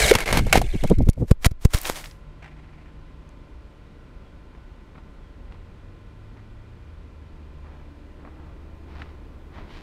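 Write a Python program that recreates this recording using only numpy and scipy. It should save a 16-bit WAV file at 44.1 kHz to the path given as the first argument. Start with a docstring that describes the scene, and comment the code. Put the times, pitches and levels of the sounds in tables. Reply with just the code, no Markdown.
"""First comes the rasp of a small model helicopter, heard from on board, as its rotors grind along a wall.
The motors squeal, the plastic frame clatters, and air buffets the microphone, there and as it tumbles.
The craft thumps over dry grass, crushing the stalks, and settles. That leaves a quiet yard:
a machine hum, far engines and road noise, a whistling bird, and footsteps in the grass coming nearer."""
import sys
import numpy as np
from scipy import signal
from scipy.fft import rfft, irfft, next_fast_len
from scipy.io import wavfile

SR = 44100
rng = np.random.default_rng(int(sys.argv[2]) if len(sys.argv) > 2 else 0)


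def to_wav(sig):
    """Store sig (one row per channel, or 1-D mono) as 16-bit WAV at the path in sys.argv[1].

    Samples outside -1..1 are clipped; the rate is SR.
    """
    pcm = np.clip(np.atleast_2d(sig), -1, 1) * 32767
    pcm = np.round(pcm).astype(np.int16)
    wavfile.write(sys.argv[1], SR, pcm.T)  # frames by channels


N = 433062
TIME = np.arange(N) / SR
FFT_SIZE = next_fast_len(N, real=True)
FREQS = np.fft.rfftfreq(FFT_SIZE, 1 / SR)


def amp(db):
    """Turns decibels into a number to multiply a sound by."""
    return np.exp(np.asarray(db) * (np.log(10) / 20))


def unit(x):
    """Scales a sound so that its average strength (rms) is 1."""
    return x / np.sqrt(np.mean(x ** 2) + 1e-20)


def colour(points):
    """Joins (Hz, dB) points into a gain for every frequency."""
    hz, db = np.transpose(points)
    return amp(np.interp(np.log(FREQS + 1), np.log(hz + 1), db))


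def resonances(rows):
    """Gain for every frequency of an object that rings at the given (Hz, width in Hz, dB) peaks."""
    return sum(amp(db) / (1 + 2j * (FREQS - hz) / width) for hz, width, db in rows)


def shaped(x, gain):
    """Filters a full-length sound by a gain for every frequency, then scales it to strength 1."""
    return unit(irfft(rfft(x, FFT_SIZE) * gain, FFT_SIZE)[:N])


def band(x, hz, kind, order=2):
    """Keeps the "low" or the "high" side of hz."""
    return signal.sosfilt(signal.butter(order, min(hz, SR / 2 - 1), kind, fs=SR, output="sos"), x)


def treble(x, hz):
    """The part of a full-length sound above hz."""
    return x - irfft(rfft(x, FFT_SIZE) / (1 + (FREQS / hz) ** 4), FFT_SIZE)[:N]


def drift(hz):
    """A random wobble of strength 1, up to about hz times a second."""
    values = rng.standard_normal(16384)
    return unit(np.interp(TIME * hz * 2, np.arange(len(values)), values))


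def grains(per_s, spread_db, hiss):
    """Random clicks of uneven size over a share of smooth hiss."""
    size = amp(spread_db * np.minimum(rng.exponential(1, N), 4))
    clicks = size * rng.choice([-1, 1], N) * (rng.random(N) < per_s / SR)
    return unit(unit(clicks) + hiss * rng.standard_normal(N))


def swells(times, heights, rise_s, fade_s, hold_s=0):
    """A loudness curve made of swells that each grow up to their time, hold, and die away."""
    out = np.zeros(N)
    for s, height, rise, fade, hold in np.broadcast(times, heights, rise_s, fade_s, hold_s):
        near = slice(max(int((s - 16 * rise) * SR), 0), int((s + hold + 16 * fade) * SR))
        t = TIME[near] - s
        out[near] += height * np.exp(np.minimum(np.minimum(t / rise, (hold - t) / fade), 0))
    return out


def until(s, fade_s):
    """Full loudness up to the time s, then dying away."""
    return np.exp(-np.clip((TIME - s) / fade_s, 0, 40))


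def add_centred(mix, s, sound):
    """Mixes a sound in with its middle at the time s."""
    start = round(s * SR) - len(sound) // 2
    sound = sound[max(-start, 0):]
    part = mix[max(start, 0):][:len(sound)]
    part += sound[:len(part)]


def glides(rows, waver):
    """Short sliding tones whose pitch wavers by the given share."""
    out = np.zeros(N)
    for s, db, start_hz, end_hz, length in rows:
        shake = unit(band(rng.standard_normal(SR), 300, "low"))[:int(length * SR)]
        hz = np.linspace(start_hz, end_hz, len(shake)) * (1 + waver * shake)
        tone = np.sqrt(2) * np.sin(2 * np.pi * np.cumsum(hz) / SR)
        add_centred(out, s, amp(db) * np.hanning(len(hz)) * tone)
    return out


# The tone colour of the gears and blades. Each row: frequency in Hz, relative level in dB.
RASP_COLOUR = [(200, -26), (400, -1.5), (700, 2), (950, -10), (1350, -11), (1650, -4.5), (2400, -9.5),
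               (4000, -11), (6000, -10), (9000, -13), (13000, -19.5), (15500, -28)]
# The ringing of the arms. Each row: pitch in Hz, width in Hz, relative level in dB.
ARM_RINGS = [(1660, 220, -7.5), (2215.6, 110, 9), (3030, 120, -8.5), (4180, 220, -3.5), (7740, 1300, -11),
             (9083, 400, -11)]


def rotors(stall_s=.113, coast_end_s=.9):
    """Gears and blades rasp through the ringing arms and throb as they wobble, until a blade catches."""
    throb_hz = 52 * (1 + .3 * drift(hz=7.6))
    throb = 1 + .19 * np.sin(2 * np.pi * np.cumsum(throb_hz) / SR)
    rasp = shaped(rng.standard_normal(N), colour(RASP_COLOUR) * (1 + 1.5 * resonances(ARM_RINGS)))
    rasp *= amp(1.2 * drift(hz=218))
    looseness = np.interp(TIME, [.1, .6], [amp(-13.5), amp(-1)])  # the blows shake the parts loose
    rattling = looseness * rattle(count=16, per_s=220, low_hz=2060, high_hz=4080)
    powered = amp(-20.5) * until(stall_s, fade_s=.002)
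    coasting = amp(-48) * until(coast_end_s, fade_s=.04)
    return (rasp + rattling) * throb * (powered + coasting)


def rattle(count, per_s, low_hz, high_hz):
    """Loose parts chirp at random, each with a short falling ring at its own pitch."""
    out, t = np.zeros(N), np.arange(900) / SR
    span = 2 * SR
    envelope = np.exp(-t / .004) * (1 - np.exp(-t / .00065))
    for hz in np.geomspace(low_hz, high_hz, count):
        ring = envelope * np.sin(2 * np.pi * hz * t * (1 - 2 * t))
        taps = rng.uniform(.36, 1, span) * (rng.random(span) < per_s / count / SR)
        out[:span] += signal.oaconvolve(taps, ring)[:span]
    return out / np.std(out[:span])


# Motor squeals. Each row: middle in seconds, level in dB, first and last pitch in Hz, length in seconds.
MOTOR_SQUEALS = [(.022, -32.5, 1750, 1600, .06), (.032, -30.5, 2750, 1800, .06),
                 (.044, -23.5, 4350, 3250, .04), (.062, -30, 3550, 2950, .03),
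                 (.094, -25.5, 4300, 3400, .04), (.09, -30, 2450, 1650, .05),
                 (.095, -33.5, 6200, 5300, .04)]


def squeals():
    """The motors squeal downward as the wall brakes them."""
    return glides(MOTOR_SQUEALS, waver=.012)


# Gusts on the microphone. Each row: middle in seconds, level in dB, half length in seconds,
# brightness in Hz (the gust's two treble cuts sit below and above it).
AIR_GUSTS = [(0.056, -23.5, 0.063, 116), (0.157, -16.5, 0.0044, 298), (0.393, -19.5, 0.071, 171),
             (0.571, -21.5, 0.037, 240), (0.647, -26.5, 0.014, 235), (.75, -20, .011, 247.5),
             (0.846, -17, 0.0087, 456), (.917, -11, 0.01, 405), (1.009, -14, 0.02, 185),
             (1.075, -17.5, 0.0054, 223), (1.18, -26, 0.0061, 285), (1.222, -17.5, 0.016, 270)]


def gusts():
    """Air buffets the microphone along the wall, then in short gusts during the tumble."""
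    out, t = np.zeros(N), np.arange(-4096, 4096) / SR
    for s, db, half_s, brightness_hz in AIR_GUSTS:
        speed = np.exp(-(t / half_s) ** 2 / 2)
        swirls = band(rng.standard_normal(len(t)), 31, "high")
        dull = unit(band(swirls, brightness_hz * .6, "low", order=3))
        bright = unit(band(swirls, brightness_hz * 1.476, "low", order=4))
        gust = unit(speed * dull + .64 * speed ** 2 * bright)  # brightest in the middle
        add_centred(out, s, amp(db) * gust * np.sqrt(np.mean(speed ** 2)))
    return out


def sway(fall_end_s=1.06, roll_start_s=1.22):
    """Tumbling slowly pushes the air: a deep rumble that grows in the fall and is weaker in the roll."""
    deep = colour([(4, -22.5), (12, -3), (25, -9), (50, -18.5), (150, -54), (600, -110)])
    rumble = shaped(rng.standard_normal(N), deep)
    falling = amp(-30 + 11.5 * np.minimum(TIME, fall_end_s)) * until(fall_end_s, fade_s=.03)
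    rolling = swells(roll_start_s, amp(-35.5), rise_s=.03, fade_s=.03, hold_s=.7)
    return rumble * (falling + rolling)


# The tone colour of rubbed or struck plastic. Each row: frequency in Hz, relative level in dB.
PLASTIC_COLOUR = [(60, -21.5), (130, -4), (300, -4.5), (750, -3.5), (1100, -7.5), (2200, -8.5),
                  (4000, -14.5), (6000, -19.5), (12500, -25.5), (15500, -35.5)]
# The ringing of the frame. Each row: pitch in Hz, width in Hz, relative level in dB.
FRAME_RINGS = [(490.3, 99, 4), (744, 140, -7.5), (1618, 65, 1), (2180, 190, 11), (2740, 84, -3.5),
               (4260, 400, -4)]


def through_frame(x, ringing=.47):
    """Whatever touches the plastic frame sets off the same short rings."""
    return shaped(x, colour(PLASTIC_COLOUR) * (1 + ringing * resonances(FRAME_RINGS)))


# Blows on the frame. Each row: time in seconds, level in dB, bass boost in dB.
FRAME_BLOWS = [(.112, -9, -1), (0.138, -18, -3), (.152, -8.5, -5), (0.186, -20.5, -10), (.204, -21.5, 2),
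               (0.3269, -12.5, 3), (0.3728, -13, 5), (0.467, -36.5, 19), (0.5273, -3, -4.5),
               (0.556, -18.5, 9), (.574, -17.5, 2.5), (.5913, -35, 8), (0.616, -25.5, 13.5),
               (0.837, -29, -19), (.875, -39, -6), (0.899, -33.5, -5), (.985, -45, -6), (1.0222, -48.5, 9),
               (1.132, -53, -6), (1.4459, -13, 0.5)]


def knocks():
    """Each blow cracks through the frame; lighter blows are thinner ticks."""
    s, db, bass_db = np.transpose(FRAME_BLOWS)
    treble_db = 2 - .2743 * db
    crack = through_frame(rng.standard_normal(N))
    bass, top = band(crack, 900, "low"), treble(crack, 5000)
    parts = [(crack, 1), (bass, amp(bass_db) - 1), (top, amp(treble_db) - 1)]
    return sum(part * swells(s, amp(db) * share, rise_s=.00014, fade_s=.0045) for part, share in parts)


# Jolts to the frame. Each row: middle in seconds, level in dB, pitch in Hz, half length in seconds,
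# slide as a share of the pitch per second.
FRAME_JOLTS = [(0.1182, -1.5, 439, 0.0036, 38), (.5582, -4, 776, 0.0012, 1), (.9153, -2.5, 436, 0.0015, -3),
               (1.007, -11, 450, 0.00063, 0)]


def judders():
    """A caught blade or a hard jolt shakes the frame for a few cycles; bending shifts its pitch."""
    out, t = np.zeros(N), np.arange(-900, 900) / SR
    for s, db, hz, half_s, slide in FRAME_JOLTS:
        shake = np.sin(2 * np.pi * hz * (t + slide * t ** 2 / 2))
        add_centred(out, s, amp(db) * np.exp(-(t / half_s) ** 2 / 2) * shake)
    return out


# Scrapes on the wall. Each row: start in seconds, length in seconds, level in dB.
WALL_SCRAPES = [(0.128, 0.1, -28.5), (0.259, .055, -26), (0.332, .062, -24.5), (.475, .04, -42.5),
                (0.528, .047, -19)]


def scrapes():
    """The frame drags along the wall with a gritty, uneven rub."""
    start, length, db = np.transpose(WALL_SCRAPES)
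    contact = swells(start, amp(db), rise_s=.0013, fade_s=.01, hold_s=length)
    rub = through_frame(grains(per_s=2200, spread_db=2, hiss=.7))
    return rub * contact * amp(2.2 * drift(hz=131.4))


def ticks():
    """Loose plastic parts tick faintly at random while the craft tumbles."""
    clicks = through_frame(grains(per_s=350, spread_db=5, hiss=.1), ringing=2.8)
    thin = unit(band(clicks, 1700, "high") + .58 * treble(clicks, 6000))
    return thin * swells(.132, amp(-53.5), rise_s=.02, fade_s=.091, hold_s=.82)


# Bounces, first off the wall, then on the turf. Each row: time in seconds, thump peak in dB, rise in
# seconds, push (1) or pull (-1) on the air, crackle level in dB, crackle length in seconds.
CRAFT_BOUNCES = [(.577, -5.5, .0004, -1, -34, .002), (1.0918, 0.5, 0.00089, -1, -30.5, 0.0043),
                 (1.3153, 6.5, .0007, -1, -25.5, 0.0038), (1.4659, -1.5, 0.0011, 1, -19, 0.011),
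                 (1.517, -17, 0.0013, -1, -48.5, 0.0057), (1.655, 2, 0.00092, 1, -22, 0.0049),
                 (1.749, -7, 0.0013, 1, -24.5, 0.014), (1.899, -8.5, 0.00012, 1, -26, 0.0019)]


def thumps(release_per_rise=8.2):
    """Each bounce jolts the air at the microphone quickly and lets it go slowly."""
    out, t = np.zeros(N), np.arange(-2048, 2048) / SR
    for s, db, rise, sign, _, _ in CRAFT_BOUNCES:
        pulse = np.exp(-np.logaddexp(-t / rise, t / (rise * release_per_rise)))
        push = np.gradient(pulse)
        add_centred(out, s, sign * amp(db) * push / push.max())
    return out


def thuds(pitch_hz=420, width_hz=300):
    """The frame answers each bounce with a short, dull thud, quieter than the thump."""
    s, thump_db = np.transpose(CRAFT_BOUNCES)[:2]
    ring = shaped(rng.standard_normal(N), resonances([(pitch_hz, width_hz, 0)]) ** 2)
    return ring * swells(s, amp(thump_db - 23.5), rise_s=.0038, fade_s=.0031)


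# The tone colour of the dry crackle. Each row: frequency in Hz, relative level in dB.
CRACKLE_COLOUR = [(180, -42), (300, 2), (391, -6), (600, -0.5), (1970, -3), (2170, -2), (2830, -6),
                  (7250, -8), (12100, -12), (15500, -17.5)]
# Lurches as the craft slides through the grass. Each row: time in seconds, level in dB, rise in seconds.
GRASS_LURCHES = [(1.201, -57, 0.02), (1.746, -29.5, 0.011), (1.872, -28, .025), (1.964, -34, 0.012),
                 (2.002, -50, .008), (2.045, -42.5, 0.0048)]


def crackles(faint_lead_s=.028):
    """A dry crackle comes just before each thump; on the turf and in the slide it is crushed stalks."""
    s, _, _, _, db, loud_s = np.transpose(CRAFT_BOUNCES)
    faint_s = loud_s + faint_lead_s
    faint = swells(s - faint_s, amp(db - 26), rise_s=.008, fade_s=.011, hold_s=faint_s)
    loud = swells(s - loud_s, amp(db), rise_s=.0007, fade_s=.0016, hold_s=loud_s)
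    s, db, rise_s = np.transpose(GRASS_LURCHES)
    slide_power = swells(s, amp(db) ** 2, rise_s / 2, fade_s=.0195)
    crackle = shaped(grains(per_s=2000, spread_db=4, hiss=1), colour(CRACKLE_COLOUR))
    return crackle * np.sqrt(faint ** 2 + loud ** 2 + slide_power)  # overlapping noises add in power


# Breaking stalks. Each row: start in seconds, peak in dB, middle frequency in Hz.
STALK_SNAPS = [(1.098, -24.5, 8500), (1.777, -25, 3000), (1.786, -23, 9100), (1.815, -18.5, 11400),
               (1.834, -24, 12000), (1.8526, -19, 2150), (1.958, -27, 3000), (2.041, -28, 2380),
               (2.058, -26, 3100), (2.1112, -36.5, 3930), (3.291, -47, 6430), (5.523, -40, 2180),
               (9.019, -26, 1590)]


def snaps():
    """Single stalks snap, each a tiny burst of noise one octave wide."""
    out, t = np.zeros(N), np.arange(-600, 600) / SR
    for s, db, hz in STALK_SNAPS:
        burst = rng.standard_normal(len(t)) * np.exp(-abs(t) / .0018) * (t >= 0)
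        thin = band(burst, hz / np.sqrt(2), "high")
        snap = band(thin, hz * np.sqrt(2), "low", order=4)
        add_centred(out, s, amp(db) * snap / abs(snap).max())
    return out


# The tone colour of the open air. Each row: frequency in Hz, relative level in dB.
AIR_COLOUR = [(12, -22.5), (25, 5), (60, 2.5), (130, -10.5), (300, -14), (500, -26.5), (1000, -27.5),
              (2500, -32.5), (4200, -39.5), (6000, -47.5), (8300, -51.5), (12500, -61), (14000, -68),
              (15500, -79.5)]


def open_air():
    """The air in the yard makes a soft, low rush."""
    return amp(-44) * shaped(rng.standard_normal(N), colour(AIR_COLOUR))


# The tones of a far machine. Each row: pitch in Hz, level in dB before the boost.
MACHINE_TONES = [(468.3, -69.5), (549.1, -69.5), (602.9, -70.5), (877.5, -77), (904.4, -73), (1012, -71.5),
                 (1039, -69), (1152, -80.5), (1206, -77.5), (1346, -78), (1373, -74.5), (1480, -74),
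                 (1949, -78.5), (2010, -79), (2412, -76.5)]


def machine_hum(boost_db=3):
    """A far machine hums steady tones, each growing louder and softer by itself."""
    out, moments = np.zeros(N), np.linspace(0, TIME[-1], 24)
    for hz, db in MACHINE_TONES:
        fading, wander = (np.interp(TIME, moments, v) for v in rng.standard_normal((2, len(moments))))
        out += amp(db + boost_db + 2.2 * fading) * np.sin(2 * np.pi * hz * TIME + 1.2 * wander)
    return out


# The tone colour of a far road. Each row: frequency in Hz, relative level in dB.
ROAD_COLOUR = [(25, 8.5), (75, -6), (200, -2), (350, 0), (700, -12.5), (1500, -23), (5000, -45)]
# How loud the road is. Each row: time in seconds, level in dB before the boost.
ROAD_LEVELS = [(2, -61), (3.9, -57), (7.3, -57), (8.9, -51.5), (9.82, -50.5)]


def road(boost_db=2):
    """Far traffic rumbles, slowly growing louder."""
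    s, db = np.transpose(ROAD_LEVELS)
    loudness = amp(boost_db + np.interp(TIME, s, db, left=-140, right=-140))
    return loudness * shaped(rng.standard_normal(N), colour(ROAD_COLOUR))


# Far engines, one list for each. Each row: time in seconds, firings per second, level in dB.
FAR_ENGINES = [
    [(6.9, 78, -46), (7.8, 73.2, -40), (8.1, 75.3, -50), (8.6, 75.2, -40), (9.82, 73.9, -46.5)],
    [(2, 149.6, -52), (3, 150.8, -49.5), (3.6, 150.9, -60.5), (5, 151.2, -57), (6.3, 151.7, -56.5)],
    [(5.6, 86, -42), (5.9, 97, -51), (6.4, 106.7, -44.5), (6.8, 110.6, -46.5)],
    [(7.95, 285.6, -52), (8.3, 309.8, -54), (8.85, 335.3, -54)],
]


def engines():
    """Each far exhaust gives a slightly wavering firing tone and a weaker tone an octave up."""
    out = np.zeros(N)
    for rows in FAR_ENGINES:
        s, hz, db = np.transpose(rows)
        firing_hz = np.interp(TIME, s, hz) * (1 + .00489 * drift(hz=4.4))
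        phase = 2 * np.pi * np.cumsum(firing_hz) / SR
        heard = swells(s[0], 1, rise_s=.17, fade_s=.17, hold_s=s[-1] - s[0])
        loudness = amp(np.interp(TIME, s, db) + 1.2 * drift(hz=5))
        out += heard * loudness * (np.sin(phase) + amp(-13.5) * np.sin(2 * phase))
    return out


# The wreck's slips. Each row: time in seconds, level in dB.
WRECK_SLIPS = [(2.426, -42), (2.443, -45.5), (2.462, -47), (2.479, -51)]
# The tone colour of the turf under it. Each row: frequency in Hz, relative level in dB.
TURF_COLOUR = [(350, -30), (700, 9), (1100, -3.5), (2300, 4), (3200, -9), (5500, -20.5), (7500, -24),
               (9000, -31), (15000, -42.5)]


def settling(creeps=10, creep_from_s=2.515, creep_every_s=.043):
    """The wreck sinks into the turf in a few dry slips, then creeps on in tiny, uneven ones."""
    s, db = np.transpose(WRECK_SLIPS)
    slips = swells(s, amp(db), rise_s=.002, fade_s=.012)
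    jitter, size = rng.standard_normal((creeps, 2)).T
    after_s = creep_every_s * (np.arange(creeps) + .2 * jitter)
    creep_db = -54.5 - 6 * after_s + .5 * size
    creep = swells(creep_from_s + after_s, amp(creep_db), rise_s=.0057, fade_s=.014)
    rustle = shaped(grains(per_s=3900, spread_db=5, hiss=.92), colour(TURF_COLOUR))
    return rustle * (slips + creep)


# Bird calls. Each row: middle in seconds, level in dB, first and last pitch in Hz, length in seconds.
BIRD_WHISTLES = [(4.27, -72.5, 3500, 3150, 0.11), (5.25, -73, 3730, 2900, .2)]


def bird():
    """A far bird gives thin, falling whistles."""
    return glides(BIRD_WHISTLES, waver=.004)


# Steps in the grass. Each row: heel landing in seconds, crunch level in dB, swish level in dB,
# head start of the swish in seconds, treble boost in dB.
FOOTFALLS = [(4.549, -52.5, -70, .01, -4), (4.956, -42.5, -65.5, .01, -7), (5.524, -51.5, -59, 0.011, 3),
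             (6.37, -48.5, -74, .01, -2), (7.72, -69.5, -51, 0.066, -5.5), (8.251, -43, -54, .06, -26),
             (8.47, -65.5, -54.5, 0.072, -12), (8.996, -41, -48.5, 0.093, 4), (9.56, -51.5, -44.5, .012, 1),
             (9.741, -63, -51.5, 0.026, 13.5)]
# The tone colour of turf under a shoe. Each row: frequency in Hz, relative level in dB.
TREAD_COLOUR = [(150, 14), (400, 2.5), (900, 6.5), (2200, -3), (4500, -15.5), (8000, -33.5), (15000, -45.5)]


def footsteps(heel_to_toe_s=.025):
    """Each foot swishes through the grass, then heel and toe crush the turf with a dull crunch."""
    s, db, swish_db, lead_s, treble_db = np.transpose(FOOTFALLS)
    crunch = shaped(grains(per_s=900, spread_db=4.5, hiss=.91), colour(TREAD_COLOUR))
    out = np.zeros(N)
    for part, share in [(crunch, 1), (treble(crunch, 2540), amp(treble_db) - 1)]:
        swish = swells(s - lead_s, amp(swish_db) * share, rise_s=.019, fade_s=.11, hold_s=lead_s + .028)
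        heel = swells(s, amp(db) * share, rise_s=.0026, fade_s=.0086)
        toe = swells(s + heel_to_toe_s, amp(db - .5) * share, rise_s=.0026, fade_s=.0086)
        out += part * (swish + heel + toe)
    return out


def scene():
    """The crash and the yard around it, in one channel."""
    crash = rotors() + squeals() + scrapes() + knocks() + ticks() + judders() + gusts() + sway()
    landing = thumps() + thuds() + crackles() + snaps() + settling()
    fade_up = np.interp(TIME, [1.6, 2.1], [amp(-7), 1])  # air and hum are fainter during the crash
    yard = footsteps() + engines() + fade_up * open_air() + road() + fade_up * machine_hum() + bird()
    return (crash + landing + yard)[None]


def record(dry, top_hz=15700):
    """The small camera flattens peaks that are too loud and cuts the highest treble."""
    treble_cut = signal.firwin(301, top_hz, window=("kaiser", 9), fs=SR)
    return signal.oaconvolve(np.clip(dry, -1, 1), treble_cut[None], "same")


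dry = scene()
out = record(dry)
to_wav(out)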